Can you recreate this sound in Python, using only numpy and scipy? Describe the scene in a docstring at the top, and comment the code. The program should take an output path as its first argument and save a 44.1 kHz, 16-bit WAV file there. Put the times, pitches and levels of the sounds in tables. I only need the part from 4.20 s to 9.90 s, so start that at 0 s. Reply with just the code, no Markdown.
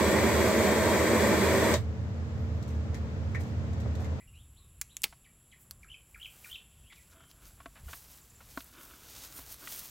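"""Pruning shears crack through a fruit stem in a quiet field: decaying tones and noise splinters over a wet crunch.
The fruit goes into a plastic bucket, whose handle is lifted; knocks and rubbing ring its wall modes.
A bird calls three times among fainter ones, all gliding sines with a trembling pitch.
Insects shrill, and sleeves and boots rustle through the grass: shaped noise and dense clicks.
A light breeze rumbles on the single microphone as swelling low noise."""
import sys
import numpy as np
from scipy import signal
from scipy.fft import rfft, irfft, next_fast_len
from scipy.io import wavfile
from scipy.ndimage import uniform_filter1d, map_coordinates

SR = 44100
rng = np.random.default_rng(int(sys.argv[2]) if len(sys.argv) > 2 else 0)


def put_to_file(sound):
    """Save the sound as 16-bit audio at rate SR, in the file named by the first command-line argument."""
    columns = np.atleast_2d(sound).T  # one column per channel
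    safe = np.clip(columns, -1, 1)
    whole_steps = np.round(safe * 32767)
    wavfile.write(sys.argv[1], SR, whole_steps.astype(np.int16))


N = 251350

# cracks of stem and blades: [t/s, ring level/dB, ring f/Hz, splinter trim/dB, lowest strong f/Hz]
CRACKS = [(0.6135, -21.5, 7600, 4, 2100), (0.6167, -22, 2220, 3, 1880), (0.7681, -21.5, 7170, -4, 2060),
          (.8193, -31.5, 8100, 4, 6000), (0.8345, -26.5, 6960, 6.5, 2200), (0.8367, -25.5, 6900, 10, 2460),
          (0.84, -19, 6860, 6, 2780), (0.8409, -10.5, 2840, 0, 2370), (0.8434, -21.5, 4300, 6, 2700),
          (1.5101, -32.5, 4260, 6.5, 1130)]
PARTING_S = max(CRACKS, key=lambda crack: crack[1])[0]  # the loudest crack severs the stem
# modes of the bucket wall: [f/Hz, relative level/dB, t60/s]
BUCKET_MODES = [(272.6, 2.5, 0.032), (486, -25, 0.01), (674, -7, 0.052), (947, -5, 0.031),
                (1101, -4, 0.044), (1420, 9.5, 0.0084), (1610, -18.5, 0.0065), (1950, -6, 0.01),
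                (2380, -11.5, 0.029), (3010, 7.5, 0.0026), (3580, 0, 0.01)]


def amp(db):
    """Amplitude factor of a level in dB."""
    return 10 ** (np.asarray(db) / 20)


def unit(x):
    """x at rms 1."""
    return x / np.sqrt(np.mean(x ** 2) + 1e-20)


def wobble(rate):
    """A smooth random curve, rate knots a second."""
    return map_coordinates(rng.standard_normal(int(N * rate / SR) + 4), [np.arange(N) * rate / SR])


def filtered(x, response):
    """x times a response of frequency."""
    m = next_fast_len(N + SR // 2)
    return irfft(rfft(x, m) * response(np.fft.rfftfreq(m, 1 / SR)), m)[:N]


def coloured(x, spectrum):
    """x shaped by (Hz, dB) points, at rms 1."""
    f, db = np.transpose(spectrum)
    return unit(filtered(x, lambda hz: amp(np.interp(np.log(hz + 1), np.log(f), db))))


def noise(spectrum):
    """Coloured noise of rms 1."""
    return coloured(rng.standard_normal(N), spectrum)


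def band(x, low_hz, high_hz, order):
    """x between two gentle edges."""
    edges = [min(low_hz, .9 * high_hz), min(high_hz, .48 * SR)]
    return signal.sosfilt(signal.butter(order, edges, "band", fs=SR, output="sos"), x)


def add(track, s, sound):
    """Mix a sound into the track at time s."""
    part = track[max(round(s * SR), 0):][:len(sound)]
    part += sound[:len(part)]


def fade(t, t60):
    """Free decay, 60 dB down after t60."""
    return np.exp(-np.log(1000) * t / t60)


def burst(t, t60):
    """A dying puff of noise of steady strength."""
    shape = fade(t, t60)
    puff = shape * rng.standard_normal(len(t))
    return puff * np.linalg.norm(shape) / np.linalg.norm(puff)


def scatter(x, t60, delay, top_hz):
    """Diffuse echo from ground and plants, duller than its source."""
    t = np.arange(SR // 2) / SR
    tail = burst(t, t60)
    delayed_tail = np.pad(tail / np.linalg.norm(tail), (round(delay * SR), 0))
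    echo = signal.fftconvolve(x, delayed_tail)[:N]
    return filtered(echo, lambda hz: 1 / np.hypot(1, hz / top_hz))


def swells(rows):
    """Summed strength of (start, rise, fall, dB) swells; each climbs 20 dB in its rise and loses 20 dB in its fall."""
    t = np.arange(N) / SR
    power = np.zeros(N)
    for s, rise, fall, db in rows:
        peak = s + rise
        distance = np.abs(np.maximum((peak - t) / rise, (t - peak) / fall))
        power += amp(db - 20 * distance ** 1.4) ** 2  # an exponent above 1 rounds the top
    return np.sqrt(power)


def crackle(spectrum, rate, spread_db, smooth):
    """Many blades or fibres flicking past each other: tiny clicks of unequal size on a smooth hiss."""
    sizes = amp(spread_db * np.minimum(rng.exponential(size=N), 5))
    clicks = (rng.random(N) < rate / SR) * rng.standard_normal(N) * sizes
    return coloured(unit(clicks) + smooth * rng.standard_normal(N), spectrum)


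def note(contour, length, hoarse, swell_db, overtone_db):
    """A bird's glide through evenly spaced pitches; it starts hoarse and clears up."""
    u = np.linspace(0, 1, int(length * SR))
    pitch = np.exp(np.interp(u, np.linspace(0, 1, len(contour)), np.log(contour)))
    tremor = map_coordinates(rng.standard_normal(SR // 100), [u * length * 600])
    depth = 0.022 + hoarse * (1 - u) ** 2
    phase = 2 * np.pi * np.cumsum(pitch * (1 + depth * tremor)) / SR
    shape = np.abs(np.sin(np.pi * u)) ** .48 * amp(swell_db * (u - .5))
    return shape * (np.sin(phase) + amp(overtone_db) * np.sin(2 * phase))


def field():
    """Insects, a blur of very distant birds, still air and the breeze on the microphone, all as shaped noise."""
    # insect level over time: [t/s, level/dB]
    shrill = [(0, -66.5), (1.2, -65.5), (3.4, -66), (4.2, -67.5), (5.7, -76)]
    # spectra of insects, distant birds, air, the microphone's own noise and breeze: [f/Hz, relative level/dB]
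    insect_spectrum = [(6700, -25.5), (7100, -11.5), (7300, -0.5), (7550, -10.5), (7850, -4.5),
                       (8500, -22.5), (9500, -30.5), (10400, -12.5), (10800, -2.5), (11400, -7),
                       (12200, -26), (14000, -27)]
    chorus_spectrum = [(1800, -19.5), (2600, 3.5), (3200, 0.5), (3600, -1.5), (4500, -18)]
    air_spectrum = [(71, -26), (120, -2.5), (296, -16.5), (355, -18), (891, -26.5), (1090, -22.5),
                    (1490, -29), (1650, -27.5), (1890, -33.5), (6500, -56.5), (8450, -62), (14300, -120)]
    hiss_spectrum = [(2000, 1.5), (5000, -8.5), (15000, -3.5)]
    rumble_spectrum = [(18, -18.5), (35, -6), (58, 1.5), (85, -3.5), (140, -14), (220, -25.5), (500, -58)]
    # gusts on the microphone: [start t/s, rise/s, fall/s, level/dB]
    gusts = [(-.15, 0.32, .4, -51.5), (.25, 0.35, 0.098, -55), (1.38, 0.31, .11, -56),
             (1.88, 0.098, 0.15, -58), (2.52, 0.11, 0.064, -56), (3.15, 0.13, 0.58, -58.5),
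             (3.57, 0.088, 0.11, -46), (4.1, .15, .6, -58.5), (4.8, 0.33, 0.55, -60.5)]
    shrill_db = np.interp(np.arange(N) / SR, *np.transpose(shrill))
    insects = amp(shrill_db + 0.42 * wobble(8.7)) * noise(insect_spectrum)
    chorus = amp(-79.5 + 2.2 * wobble(2.1)) * noise(chorus_spectrum)
    air = amp(-68.5 + 0.92 * wobble(3.07)) * noise(air_spectrum)
    hiss = amp(-77.5) * noise(hiss_spectrum)
    light_air = amp(-65 + 2 * wobble(20))  # between gusts
    breeze = np.hypot(light_air, swells(gusts)) * noise(rumble_spectrum)
    return insects + chorus + air + hiss + breeze


def far_birds():
    """Thin gliding whistles, scoops, chirps and pips, with much echo."""
    # slow whistles and two low faint coos: [t/s, length/s, start f/Hz, end f/Hz, level before echo mix/dB]
    whistles = [(0, 0.029, 1760, 2670, -57.5), (.075, 0.018, 2860, 2740, -56),
                (0.128, 0.097, 2434, 3760, -59), (.152, .012, 3950, 4080, -66),
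                (.397, 0.053, 1107, 1130, -69.5), (0.412, 0.054, 3840, 3620, -68),
                (2.634, 0.13, 2670, 4070, -62), (2.699, 0.024, 2344, 1877, -52),
                (2.755, 0.054, 2900, 1850, -60), (2.932, 0.095, 650, 670, -67.5),
                (2.968, 0.174, 3230, 3074, -66.5),            (3.664, 0.053, 2800, 3570, -62)]
    # a call that scoops up and sags: [t/s, level before echo mix/dB], and its evenly spaced pitches [f/Hz]
    scoops = [(.36, -63.5), (.693, -61)]
    scoop_hz = [2764, 3770, 4000, 3850, 3900]
    # a hoarse falling chirp: [t/s, level before echo mix/dB], and its evenly spaced pitches [f/Hz]
    chirps = [(1.042, -57.5), (1.313, -54)]
    chirp_hz = [4300, 2750, 2490, 2055, 1710]
    # a tiny high pip: [t/s, level before echo mix/dB], and its evenly spaced pitches [f/Hz]
    pips = [(4.01, -54), (4.097, -53), (4.154, -52.5)]
    pip_hz = [8070, 7420, 6850]
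    out = np.zeros(N)
    for s, length, start_hz, end_hz, db in whistles:
        add(out, s, amp(db) * note([start_hz, end_hz], length, hoarse=0.049, swell_db=-3, overtone_db=-21))
    for s, db in scoops:
        add(out, s, amp(db) * note(scoop_hz, length=.06, hoarse=0.093, swell_db=-12, overtone_db=-22))
    for s, db in chirps:
        add(out, s, amp(db) * note(chirp_hz, length=0.029, hoarse=0.216, swell_db=5, overtone_db=-16))
    for s, db in pips:
        add(out, s, amp(db) * note(pip_hz, length=.013, hoarse=0.034, swell_db=7, overtone_db=-25))
    return amp(-3) * out + amp(-3.5) * scatter(out, t60=0.25, delay=0.0041, top_hz=4500)


def shears():
    """Fibres give way one by one, then the blades snap shut and the fruit jolts free."""
    # modes of fruit and stub as they part: [f/Hz, level before the jolt builds up/dB, t60/s]
    fruit_modes = [(201, -47.5, 0.075), (367, -40, 0.031), (520, -44.5, 0.027), (854, -38, 0.049),
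                   (2100, -29, 0.014), (2290, -26, 0.027), (3640, -24, 0.019), (4100, -37, 0.022),
                   (5300, -35, .015)]
    rings, splinters, t = np.zeros(N), np.zeros(N), np.arange(SR // 8) / SR
    for s, db, hz, splinter_db, low_hz in CRACKS:
        ring = np.sin(2 * np.pi * hz * t) * fade(t, t60=0.0038)
        ring = band(ring, 0.55 * hz, high_hz=19000, order=2)
        add(rings, s, amp(db) * ring)
        splinter = band(burst(t, t60=0.0043), low_hz, high_hz=19600, order=2)
        add(splinters, s, amp(db + splinter_db - 2.5) * splinter)
    jolt = np.zeros(len(t))
    for hz, db, t60 in fruit_modes:
        jolt += amp(db) * np.sin(2 * np.pi * (hz * t + rng.random())) * fade(t, t60)
    add(rings, PARTING_S, jolt * (1 - fade(t, t60=0.0055)))  # the jolt builds up softly
    near = amp(-5.5) * scatter(splinters + 0.54 * rings, t60=0.037, delay=0.001046, top_hz=11000)
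    far = amp(-18.5) * scatter(splinters, t60=0.33, delay=0.0091, top_hz=5440)
    return rings + splinters + near + far


def torn_stem():
    """Wet fibres crunch around the cut: dense clicks swell into the loudest crack and die after it."""
    # spectrum of the crunch: [f/Hz, relative level/dB]
    tear_spectrum = [(120, 0), (300, 2.5), (800, -3.5), (2500, 4.5), (5000, -6), (14000, -14)]
    rise_s, fall_s, level_db = 0.008, 0.04, -42.5
    strength = swells([(PARTING_S - rise_s, rise_s, fall_s, level_db)])
    return strength * crackle(tear_spectrum, rate=2500, spread_db=4, smooth=1.0)


def bucket():
    """Soft, broad blows reach the low wall modes, small hard ones mostly the high; each contact scrapes a little."""
    # knocks and scrapes of fruit, hand and handle: [t/s, blow level/dB, lowest strong f/Hz, scrape time to peak/s]
    knocks = [(0.925, -49, 736, 0.0032), (2.721, -49, 1710, 0.0055), (3.004, -55, 1004, 0.0033),
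              (3.035, -54.5, 800, 0.0035), (3.402, -48.5, 825, 0.003), (3.458, -38.5, 800, 0.0022),
              (3.553, -52, 960, 0.014), (3.682, -49.5, 600, 0.0084), (3.731, -37.5, 980, 0.003),
              (4.204, -51.5, 583, 0.0071), (4.374, -29, 212, 0.0016), (4.405, -42.5, 2610, 0.0022),
              (5.188, -45.5, 298, 0.0025), (5.473, -38, 1660, 0.0023)]
    width_hz, leak = 1720, 0.21  # band that a blow excites; share that reaches the modes below it
    out, t = np.zeros(N), np.arange(SR // 4) / SR
    hz, mode_db, t60 = np.transpose(BUCKET_MODES)[:, :, None]
    for s, db, low_hz, length in knocks:
        high_hz = low_hz + width_hz
        above_low = 1 / np.hypot(1, (low_hz / hz) ** 2)
        reach = np.hypot(leak, above_low) / np.hypot(1, (hz / high_hz) ** 3)
        strength = reach * amp(mode_db + rng.normal(0, 4.4, hz.shape))
        swell = 1 - np.exp(-t / (1.1 / hz + 0.55 * length))  # low modes and slow contacts build up later
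        tones = np.sin(2 * np.pi * (hz * t + rng.random(hz.shape)))
        modes = strength * swell * fade(t, t60 + 1.4 * length) * tones  # slow contacts also ring longer
        pressure = t / length * np.exp(1 - t / length)
        scrape = pressure * unit(band(rng.standard_normal(len(t)), 0.71 * low_hz, 0.96 * high_hz, order=2))
        add(out, s, amp(db) * (modes.sum(0) + amp(-5) * scrape))
    return out + amp(-20) * scatter(out, t60=0.1, delay=0.0072, top_hz=4000)


def grass():
    """Blades swish past cloth and boots, cloth rubs, stalks are crushed and a few snap."""
    # sweeps of arms and boots: [start t/s, rise/s, fall/s, swish level before a 3 dB lift/dB, crush over swish/dB]
    sweeps = [(1.371, 0.047, .05, -62.5, -21), (1.61, 0.018, 0.044, -76.5, 3.5),
              (1.8, 0.35, 0.14, -63.5, -9.5), (2.1, 0.18, 0.12, -56, -7), (2.7, 0.06, 0.18, -68, -3),
              (2.895, 0.027, 0.053, -68.5, 1), (3.08, 0.03, 0.018, -69.5, 6.5),
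              (3.19, .07, 0.15, -61.5, -4), (3.62, 0.095, 0.25, -53, -5.5),
              (3.84, 0.087, 0.13, -58.5, -4.5), (4.18, .18, 0.16, -56.5, -4),
              (4.5, 0.13, 0.19, -59.5, -9.5), (4.68, 0.37, 0.077, -53, 0), (5.079, 0.09, 0.12, -50, -9),
              (5.251, 0.081, 0.038, -50, -5.5), (5.379, 0.15, 0.26, -46, -5.5)]
    # stalks snapping: [t/s, level before a 12 dB lift/dB, lowest strong f/Hz]
    stalks = [(2.761, -58, 1950), (3.114, -50, 2500), (4.406, -48, 3000), (4.444, -42, 10500),
              (5.174, -57, 4300), (5.325, -36.5, 6550), (5.343, -41, 1380), (5.594, -36, 4030)]
    # spectra of swish, crushed stalks and cloth rub: [f/Hz, relative level/dB]
    swish_spectrum = [(3000, -39), (6500, -12), (9000, -4.5), (10500, -6.5), (13000, -1), (16000, -4)]
    crush_spectrum = [(900, -3.5), (2000, -4), (4000, 0.5), (6500, 1.5), (9000, -7.5), (14000, -14)]
    rub_spectrum = [(90, -7), (250, 0), (430, -1), (700, -1), (1400, -1.5), (2200, -4.5), (4000, -11)]
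    # a rustle between the sweeps, ever nearer: it fades in over 0.27 s and grows 7.5 dB a second
    walked_s = np.arange(N) / SR - 2.12
    wading = np.clip(walked_s / 0.27, 0, 1) * amp(-83.5 + 7.5 * walked_s)
    swish_rows = [(s, rise, fall, db) for s, rise, fall, db, _ in sweeps]
    crush_rows = [(s, rise, fall, db + over) for s, rise, fall, db, over in sweeps]
    swish = np.hypot(wading, swells(swish_rows))
    crush = np.hypot(amp(-3) * wading, swells(crush_rows))
    effort = np.abs(uniform_filter1d(swish, int(0.32 * SR)))  # smoothed over 0.32 s
    rub = effort ** .6 * amp(-30.5 + 1.8 * wobble(30))  # the power makes cloth swing less than the grass
    catching = wobble(45)  # blades catch and slip
    out = swish * amp(3.0 + 1.33 * catching) * crackle(swish_spectrum, rate=1100, spread_db=3.5, smooth=1.37)
    out += crush * amp(3.0 + catching) * crackle(crush_spectrum, rate=900, spread_db=2.5, smooth=1.36)
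    out += rub * crackle(rub_spectrum, rate=300, spread_db=-1.5, smooth=1.5)
    t = np.arange(SR // 50) / SR
    for s, db, low_hz in stalks:
        add(out, s, amp(db + 12) * band(burst(t, t60=0.0017), low_hz, high_hz=16000, order=2))
    return out


def near_bird():
    """One fluttering phrase of gliding notes sung three times, smeared by the rows of plants."""
    # a broken falling note and a quick run of down-strokes, pitched before the call's ratio:
    # [t from call start/s, length/s, start f/Hz, end f/Hz, level relative to call/dB, swell/dB]
    phrase = [(.002, 0.0072, 2590, 2175, -2, -5), (.01, 0.0112, 2106, 1510, -10, 0),
              (0.018, 0.0089, 1447, 1390, -10.5, -5), (.055, .011, 2900, 2750, -8, -2),
              (0.068, .013, 3400, 2975, -1.5, 13), (.085, .012, 3450, 3150, 1, -6),
              (0.1, .011, 3514, 2950, 0.5, 2), (.113, .009, 2840, 2330, 2, -13)]
    # the calls: [t/s, level before echo mix/dB, pitch ratio]
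    calls = [(1.629, -47, .95), (1.943, -42.5, 0.98), (2.242, -41.5, 1.03)]
    out = np.zeros(N)
    for start, call_db, ratio in calls:
        for s, length, start_hz, end_hz, db, swell_db in phrase:
            contour = [ratio * start_hz, ratio * end_hz]
            stroke = note(contour, length, hoarse=0.055, swell_db=swell_db, overtone_db=-27)
            add(out, start + s, amp(call_db + db) * stroke)
    out += amp(-17.5) * np.roll(out, round(.0042 * SR))  # the ground bounce beats against each glide
    out += amp(-12.5) * scatter(out, t60=0.022, delay=0.00199, top_hz=9000)  # the nearest plants roughen it
    near = amp(-4) * scatter(out, t60=0.25, delay=0.008, top_hz=7880)
    far = amp(-18.5) * scatter(out, t60=7.2, delay=0.031, top_hz=6000)
    return amp(-0.5) * out + near + far


def brushed_bucket():
    """Friction on the wall keeps its modes murmuring."""
    # sleeve, leg and grass sliding on the bucket: [start t/s, rise/s, fall/s, level/dB]
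    brushes = [(2.88, 0.054, 0.28, -63.5), (3.12, .13, .08, -61.5), (3.35, 0.049, 0.18, -67),
               (3.6, 0.082, 0.073, -76), (4.48, 0.097, 0.56, -57.5), (5.05, 0.12, 0.16, -58.5),
               (5.4, 0.034, 0.071, -56)]
    # spectrum of the friction that drives the wall: [f/Hz, relative level/dB]
    friction_spectrum = [(120, -5), (260, -4.5), (800, -3.5), (1500, -1), (2400, 3), (4500, -10)]
    t = np.arange(SR // 6) / SR
    wall = np.zeros(len(t))
    for hz, db, t60 in BUCKET_MODES:
        wall += amp(db) * np.sin(2 * np.pi * (hz * t + rng.random())) * fade(t, t60)
    friction = crackle(friction_spectrum, rate=400, spread_db=2, smooth=1.0)
    murmur = unit(signal.fftconvolve(friction, wall)[:N])
    return swells(brushes) * amp(1.2 * wobble(45)) * murmur


def scene():
    """Everything reaches one microphone, heard alike on both channels."""
    background = field() + far_birds() + near_bird()
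    harvest = shears() + torn_stem() + bucket() + brushed_bucket() + grass()
    mono = background + harvest
    return np.array([mono, mono])


def record(dry):
    """The recorder cuts steeply above its band limit."""
    steep = signal.ellip(12, .1, 80, 15950, fs=SR, output="sos")  # ripple dB, stopband dB, edge Hz
    return signal.sosfilt(steep, dry)


dry = scene()
out = record(dry)
put_to_file(out)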